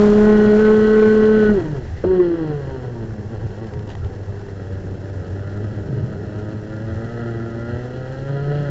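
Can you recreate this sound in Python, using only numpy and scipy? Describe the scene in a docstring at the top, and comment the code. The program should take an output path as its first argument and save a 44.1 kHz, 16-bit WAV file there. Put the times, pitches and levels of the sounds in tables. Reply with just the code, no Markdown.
"""Onboard a racing kart: its single-cylinder two-stroke runs flat out, overloading the microphone.
The brakes nearly lock the rear axle and drag the engine down; the tyres bite again, the kart slows
through a corner over some grit and pulls away. Filtered noise makes wind, road, scrub and grit; short
sines make bumps and a chirp. The engine is firing pulses and gas noise through exhaust filters, plus
sines locked to the crank."""
import sys
import numpy as np
from scipy import signal
from scipy.fft import rfft, irfft, next_fast_len
from scipy.io import wavfile

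SR = 44100
rng = np.random.default_rng(int(sys.argv[2]) if len(sys.argv) > 2 else 0)


def bounce(signal):
    """Save signal as a 16-bit WAV file at the path given by the first command-line argument."""
    frames = np.transpose(np.atleast_2d(signal))
    limited = np.clip(frames, -1, 1)
    pcm = np.round(limited * 32767).astype(np.int16)
    wavfile.write(sys.argv[1], SR, pcm)


N = 383669
TIME = np.arange(N) / SR
BITE_S = 2.038   # the rear tyres grip again
GEAR_RATIO = 6.2   # firings per turn of the axle


def from_db(db):
    """Decibels to gain."""
    return 10 ** (np.asarray(db) / 20)


def rms_one(x):
    """Scale to rms 1."""
    return x / np.sqrt(np.mean(x ** 2) + 1e-20)


def noise():
    """White noise for the whole scene."""
    return rng.standard_normal(N)


def in_time(rows):
    """Each column of a curve at every sample."""
    s, *columns = np.transpose(rows)
    return [np.interp(TIME, s, c) for c in columns]


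def at_speed(rows, rate):
    """Each column of a response at the current engine speed."""
    hz, *columns = np.transpose(rows)
    return [np.interp(rate, hz, c) for c in columns]


def drift(rate):
    """Slow random wander of rms 1: noise through two equal poles at rate Hz, computed every 40 samples."""
    r = np.exp(-80 * np.pi * rate / SR)
    slow = signal.lfilter([1], [1, -2 * r, r * r], rng.standard_normal(N // 40 + 2002))
    slow = rms_one(slow[2000:])   # skip the filter's settling
    return np.interp(np.arange(N) / 40, np.arange(len(slow)), slow)


def coloured(x, spectrum):
    """Causal (minimum-phase) filter with the given spectrum, 24 dB per octave outside it; rms 1."""
    size = next_fast_len(N + SR // 4, real=True) // 2 * 2
    hz, db = np.transpose(spectrum)
    bins = np.maximum(np.arange(size // 2 + 1) * SR / size, 1)
    octaves_outside = np.maximum(np.log2(hz[0] / bins), 0) + np.maximum(np.log2(bins / hz[-1]), 0)
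    gain_db = np.interp(np.log(bins), np.log(hz), db) - 24 * octaves_outside
    cepstrum = irfft(np.log(from_db(gain_db)))
    # keeping only the first half of the cepstrum makes the filter causal
    response = np.exp(2 * rfft(cepstrum[:size // 2], size))
    return rms_one(irfft(rfft(x, size) * response)[:N])


def air_and_road(turns, throttle, shut_boost_db=5.0):
    """Wind rush and buffeting, asphalt rumble and the unbalanced axle; buffet and axle grow off throttle."""
    # wind before each layer's own offset: start_s, relative_level_db
    wind_curve = [(0, -45.5), (.38, -49.5), (1.1, -51.5), (1.65, -56), (2.1, -61.5), (8.7, -60.5)]
    # chassis rumble before its wander: start_s, level_db
    road_curve = [(0, -27), (1, -31), (1.6, -28.5), (1.95, -36.5), (2.1, -34.5), (3.3, -35), (4.3, -35.5),
                  (6, -30), (7.3, -34.5), (8.7, -32)]
    # spectra: frequency_hz, relative_density_db (per Hz)
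    rush_spectrum = [(150, -1), (400, 19.5), (800, 20), (1100, 9), (1700, 15.5), (2300, 0), (3600, -2.5),
                     (5000, -3), (6000, -2.5), (6500, -5), (7400, -4.5), (8000, -6)]
    buffet_spectrum = [(16, -8), (26, -1), (40, 0.5), (60, -6.5), (120, -18)]
    rumble_spectrum = [(40, -18), (60, -4.5), (80, -1), (115, 3), (170, -2.5), (260, -8), (420, -5.5),
                       (700, -25), (1500, -50.5)]
    (wind_db,), (road_db,) = in_time(wind_curve), in_time(road_curve)
    shake_db = wind_db + shut_boost_db * (1 - throttle)
    rush = from_db(wind_db + 15.5 + 1.5 * drift(54)) * coloured(noise(), rush_spectrum)
    buffet = from_db(shake_db + 15.0) * coloured(noise(), buffet_spectrum)
    rumble = from_db(road_db + 1.2 * drift(10)) * coloured(noise(), rumble_spectrum)
    wobble = from_db(shake_db + 20.0 + 2.9 * drift(6)) * np.sin(2 * np.pi * turns / GEAR_RATIO)
    highpass = signal.butter(2, 30, "high", fs=SR, output="sos")
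    return rush + buffet + rumble + signal.sosfilt(highpass, wobble)


def bumps():
    """Bumps and tyre judder set the frame shuddering: short sine swells with wandering phase."""
    # one shudder a row: centre_s, length_s, pitch_hz, peak_level_db
    bump_rows = [(1.908, .11, 76, -24), (2.078, 0.062, 83.6, -22), (2.724, 0.23, 80, -32),
                 (3.459, 0.042, 100, -21.5), (3.763, 0.069, 104, -23), (4.042, 0.085, 80, -20),
                 (5.945, 0.074, 135, -19), (6.033, .08, 118, -19.5), (6.94, .08, 88, -22.5),
                 (7.74, .07, 95, -25.5)]
    out = np.zeros(N)
    for s, length, hz, db in bump_rows:
        swell = np.exp(-2 * ((TIME - s) / length) ** 2)
        out += from_db(db) * swell * np.sin(2 * np.pi * hz * TIME + 0.82 * drift(29))
    return out


def grit(level_db=-1.5):
    """Small stones tick on the plastic nose: sudden noise bursts that die away exponentially."""
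    # one tick a row: start_s, relative_level_db, ring_out_s
    ticks = [(3.643, -37, 0.0031), (3.67, -38, 0.0035), (3.737, -33.5, .004), (3.792, -33.5, .003),
             (3.875, -33, .003), (3.891, -34, 0.0091), (3.902, -35, 0.01), (3.914, -38, 0.0062),
             (3.933, -40, 0.0018), (3.952, -30.5, 0.0023), (4.047, -38, .003)]
    # ring of the bodywork: frequency_hz, relative_density_db (per Hz)
    ring_spectrum = [(300, -23), (800, 20), (1400, 1), (1950, 13.5), (2300, -5), (3000, 8.5), (4000, -4),
                     (5500, -6), (7500, -10)]
    bursts = sum(from_db(db) * (TIME > s) * np.exp(-np.abs(TIME - s) / ring) for s, db, ring in ticks)
    return from_db(level_db) * bursts * coloured(noise(), ring_spectrum)


def tyre_chirp(centre_s=4.035, length_s=0.025, pitch_hz=1350, peak_db=-45):
    """A tyre squeaks briefly as the kart turns in: one unsteady sine under a short swell."""
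    swell = np.exp(-((TIME - centre_s) / length_s) ** 2)
    return from_db(peak_db) * swell * np.sin(2 * np.pi * pitch_hz * TIME + 0.91 * drift(60))


def tyre_scrub(stall, level_db=-49.5):
    """The rear tyres scrub over the asphalt as the axle nears locking: noise swelling with the snatch."""
    # frequency_hz, relative_density_db (per Hz)
    scrub_spectrum = [(900, -14), (1400, -11), (1950, 6), (2300, -12), (3000, -10), (6000, -19)]
    return stall ** 2 * from_db(level_db + 2.5 * drift(20)) * coloured(noise(), scrub_spectrum)


def tyre_bite(rise_s=0.0025, decay_s=0.013, level_db=-11.5):
    """The axle jolts as the tyres grip again: a noise thump with a fast rise and short decay."""
    # frequency_hz, relative_density_db (per Hz)
    jolt_spectrum = [(120, -5), (350, 7), (600, 3.5), (850, -12), (1500, -15.5), (2200, -34), (3200, -35),
                     (6000, -51)]
    age = np.maximum(TIME - BITE_S, 0)
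    envelope = (1 - np.exp(-age / rise_s)) * np.exp(-age / decay_s)
    return from_db(level_db) * envelope * coloured(noise(), jolt_spectrum)


def engine_speed():
    """Firings per second: the straight, the drag of the nearly locked axle, then the corner."""
    # down the straight and onto the brakes: start_s, firing_rate_hz
    straight_curve = [(0.12, 208.4), (0.28, 212.3), (0.566, 210.5), (0.604, 215), (1.374, 215.8),
                      (1.528, 209.6), (1.562, 196), (1.588, 177.4), (1.624, 162), (1.69, 150)]
    # into the corner and out of it: start_s, firing_rate_hz
    corner_curve = [(2.05, 181.5), (2.1, 187.6), (2.38, 164.3), (2.58, 140.6), (3.03, 112.8), (3.25, 101),
                    (3.33, 116), (3.38, 93), (3.44, 120), (3.49, 91.6), (3.62, 112), (3.72, 101),
                    (3.75, 105), (3.99, 98.3), (4.44, 99.2), (4.73, 94.5), (5.12, 98.1), (5.22, 91.7),
                    (5.72, 105.8), (5.77, 103), (5.88, 97.6), (5.94, 103), (6.05, 104), (6.11, 109),
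                    (6.16, 100), (6.48, 105.1), (6.51, 109.8), (6.59, 104.5), (7.07, 114.4), (7.13, 118),
                    (7.44, 114), (7.64, 117), (8.57, 146.4), (8.7, 139)]
    lock_s, drag_hz_per_s, locked_hz, spin_up_s = 1.71, 290, 84.65, 0.022
    (straight,), (corner,) = in_time(straight_curve), in_time(corner_curve)
    dragged = np.maximum(straight - drag_hz_per_s * np.maximum(TIME - lock_s, 0), locked_hz)
    grip = np.clip((TIME - BITE_S) / spin_up_s + .5, 0, 1)
    return dragged + grip * (corner - dragged)


def firings(turns, rough, jitter_s, spread_db):
    """One pulse per crank turn, uneven in time and strength; steady power at any speed."""
    at = np.interp(np.arange(1, int(turns[-1])), turns, np.arange(N))   # in samples
    chance = rng.standard_normal((N // 200, 2))[:len(at)]
    late, strong = chance.T * rough[at.astype(int)]
    size = from_db(spread_db * np.clip(strong, -2, 1)) * np.sqrt(np.gradient(at))
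    at = np.clip(at + late * jitter_s * SR, 0, N - 2)
    # share each pulse between its two nearest samples
    whole, part = at.astype(int), at % 1
    return rms_one(np.bincount(whole, size * (1 - part), N) + np.bincount(whole + 1, size * part, N))


def scattered(x, echo=0.63, echo_s=0.003506, sway_s=0.00041):
    """The pipe smears pulses (all-passes); a shifting echo off the track makes orders swell and fade."""
    for lag in (17, 31):   # samples
        gap = np.zeros(lag - 1)
        x = signal.lfilter(np.r_[.5, gap, 1], np.r_[1, gap, .5], x)
    return rms_one(x + echo * np.interp(TIME - echo_s - sway_s * drift(2.58), TIME, x))


def gas_noise(turns, depth):
    """Turbulence: noise that swells just after each firing."""
    return rms_one(noise() * (1 + depth * np.cos(2 * np.pi * (turns - 1 / 8))))


def voice_db(law, rate, throttle):
    """Level of one engine voice: it grows with each octave of revs, blended by throttle."""
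    open_db, open_slope_db, shut_db, shut_slope_db = law
    octaves = np.log2(rate / 130.3)   # from middling revs, in firings per s
    open_level_db = open_db + open_slope_db * octaves
    shut_level_db = shut_db + shut_slope_db * octaves
    return throttle * open_level_db + (1 - throttle) * shut_level_db


def singing_pipe(turns, rate, throttle):
    """Near top revs a few orders stand out as clean sines; the third needs an open throttle."""
    # firing_rate_hz, high_orders_level_db, third_order_level_db
    sing_response = [(197, -38, -34), (208.4, -45, -23), (211, -32, -30.5), (213, -33, -41.5),
                     (215, -32, -45.5), (218.4, -40.5, -48.5)]
    # order (multiple of the firing rate), relative_level_db
    pipe_orders = [(4, -14.5), (5, -7), (6, -6), (7, 4), (9, -6.5), (11, -29), (14, -20.5)]
    high_db, third_db = at_speed(sing_response, rate)
    lines = np.zeros(N)
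    for order, db in pipe_orders:
        phase = 2 * np.pi * order * turns + 0.38 * drift(9.6)
        lines += from_db(db + 2.4 * drift(4.4)) * np.sin(phase)
    third = throttle * from_db(third_db + 3.3 * drift(18)) * np.sin(6 * np.pi * turns)
    return from_db(high_db) * lines + third


def drone(turns, rate, throttle, rough, flutter_db=6.5, lag_rad=3.08):
    """The two lowest orders are near sines, shaken by uneven firing and by each turn of the axle."""
    # exhaust resonances: firing_rate_hz, first_order_relative_db, second_order_relative_db
    drone_response = [(96.8, -28, -45.5), (104.2, -28.5, -38), (116, -27.5, -35), (133, -30, -42.5),
                      (139.6, -23, -38), (150.3, -20.5, -23), (166.3, -33.5, -16.5), (178.1, -23.5, -10.5),
                      (186, -25, -12), (210.6, -11.5, -15), (217.3, -16, -13)]
    first_db, second_db = at_speed(drone_response, rate)
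    # both orders weaken with the throttle shut
    first_db = first_db - 2.5 * (1 - throttle) - 0.83
    second_db = second_db - 5 * (1 - throttle) + 1.48
    angle = 2 * np.pi * (turns - .08)
    shake = 1 + 0.13 * np.sin(angle / GEAR_RATIO + 0.27 * drift(6.4))
    first_phase = angle + .45 * rough * drift(28)
    first = from_db(first_db + flutter_db * rough * drift(25)) * np.cos(first_phase)
    # the second order swings in phase as it climbs through the pipe's resonance
    swing = np.interp(rate, [180, 208, 215], [0, -1.3, .4])
    second_phase = 2 * angle + lag_rad + swing + 0.48 * rough * drift(26)
    second = from_db(second_db + flutter_db * rough * drift(17)) * np.cos(second_phase)
    return np.sqrt(2) * shake * (second - first)


def exhaust(turns, rate, throttle, stall, rough, on_pipe, surge_db=3.0, gas_shut=.3, pipe_rasp_db=-1.5):
    """Blow-down pulses and gas noise sound the pipe, the silencer shell and the cylinder fins."""
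    # level laws at middling revs: open_level_db, open_slope_db_per_octave,
    # shut_level_db, shut_slope_db_per_octave (before ceiling, stall and surge)
    bark_law = (-30, 17, -32, 15)
    rasp_law = (-39.5, 11.5, -51, 17)
    clatter_law = (-54.5, 15.5, -59, 12.5)
    # spectra, throttle open and shut: frequency_hz, relative_density_db (per Hz)
    bark_open = [(190, -29), (270, -1.5), (340, 6), (430, 2.5), (500, -2), (580, 0.5), (650, -4),
                 (790, -10.5), (900, -22), (980, -12), (1060, -36.5), (1400, -54.5)]
    bark_shut = [(190, -24.5), (280, -11.5), (345, 4.5), (385, 6.5), (430, 9), (500, -3), (600, -10),
                 (760, -8.5), (860, -21), (940, -7.5), (1040, -21.5), (1130, -15.5), (1400, -35)]
    rasp_open = [(1000, -34), (1160, -10.5), (1220, -5.5), (1280, 4), (1330, -4.5), (1395, 6), (1460, -2),
                 (1560, -3), (1720, -1.5), (1810, -6), (1960, 0.5), (2100, -26), (2500, -40)]
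    rasp_shut = [(950, -26), (1150, -11), (1350, 3), (1450, 3), (1650, 3.5), (1830, 1.5), (1960, 5),
                 (2100, -12), (2500, -21)]
    clatter_spectrum = [(1900, -29), (2200, -12), (2500, -7), (2890, 3), (3030, -1), (3300, 2),
                        (3500, -9.5), (3800, -9.5), (4160, 0.5), (4550, -11), (5000, -11.5), (6500, -35.5)]
    # the silencer holds the bark down at high revs; a full snatch costs it 16.5 dB
    bark_db = np.minimum(voice_db(bark_law, rate, throttle), -24.5) - 16.5 * stall
    rasp_db = voice_db(rasp_law, rate, throttle) + pipe_rasp_db * on_pipe - 6 * stall
    clatter_db = voice_db(clatter_law, rate, throttle)
    pulses = -scattered(firings(turns, rough, jitter_s=0.00016, spread_db=4.5))
    pulses = pulses * (1 - .9 * on_pipe)   # at top revs the buzz gives way to a few clean lines
    low_gas = (0.78 * rough + .6 * on_pipe) * gas_noise(turns, depth=0.47)
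    high_gas = (rough + gas_shut * (1 - throttle) + .7 * on_pipe) * gas_noise(turns, depth=1.0)
    low, high = pulses + low_gas, pulses + high_gas
    bark = throttle * coloured(low, bark_open) + (1 - throttle) * coloured(low, bark_shut)
    rasp = throttle * coloured(high, rasp_open) + (1 - throttle) * coloured(high, rasp_shut)
    clatter = coloured(0.36 * pulses + gas_noise(turns, depth=0.31), clatter_spectrum)
    clatter = from_db(1.1 * drift(35)) * clatter
    voices = from_db(bark_db) * bark + from_db(rasp_db) * rasp + from_db(clatter_db) * clatter
    return from_db(surge_db * rough * drift(10)) * voices


def scene():
    """Revs and throttle drive every engine layer; wind, road and small knocks join it."""
    # start_s, throttle_opening (0-1)
    throttle_curve = [(0, 0.96), (1.42, 0.78), (1.58, .1), (4.47, 0.05), (4.59, 0.7), (4.9, 0.5),
                      (5.3, 0.7), (5.45, .95), (5.82, 0.52), (6.25, .8), (6.58, .65), (6.75, .9), (7.7, 1),
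                      (7.9, .65), (8.16, 0.6), (8.3, .75), (8.7, 0.9)]
    # the brakes snatch and the engine hardly fires: centre_s, length_s, depth (0-1)
    snatches = [(1.671, 0.095, 0.23), (1.872, .06, .9), (1.995, 0.058, 1), (3.494, .05, 0.3),
                (4.001, .045, .6), (4.439, .08, 0.32)]
    rate = engine_speed()
    throttle = np.clip(in_time(throttle_curve)[0], 0, 1)
    stall = sum(depth * np.exp(-((TIME - s) / length) ** 2) for s, length, depth in snatches)
    stall = np.clip(stall, 0, 1)
    # firings grow uneven at low revs, with the throttle shut and near a stall
    rough = np.clip(.21 * 210.6 / rate + .14 * (1 - throttle) + 0.21 * stall, 0, 1)
    on_pipe = np.clip((rate - 190) / 15, 0, 1)   # 0-1 as the revs near the top
    hunting = .014 * rough * (1 - .6 * on_pipe) * drift(10.5)   # the speed wavers, most at low revs
    turns = np.cumsum(rate * (1 + hunting)) / SR
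    engine = from_db(-9 * stall) * drone(turns, rate, throttle, rough)
    engine += exhaust(turns, rate, throttle, stall, rough, on_pipe)
    engine += on_pipe * singing_pipe(turns, rate, throttle)
    tyres = tyre_scrub(stall) + tyre_bite() + tyre_chirp()
    return (air_and_road(turns, throttle) + bumps() + grit() + tyres + engine)[None]


def record(dry):
    """The camera adds a faint electronic whine, flattens the loudest peaks and cuts the top."""
    # whine of the electronics: pitch_hz, rms_level_db
    whine_lines = [(2666.7, -70), (5333.3, -71)]
    whine = sum(np.sqrt(2) * from_db(db) * np.sin(2 * np.pi * hz * TIME) for hz, db in whine_lines)
    clipped = dry / (1 + (dry / .51) ** 12) ** (1 / 12)   # soft ceiling at .51
    lowpass = signal.cheby2(16, 70, 8450, fs=SR, output="sos")   # 70 dB down from 8450 Hz
    return signal.sosfilt(lowpass, clipped + whine)


dry = scene()
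out = record(dry)
bounce(out)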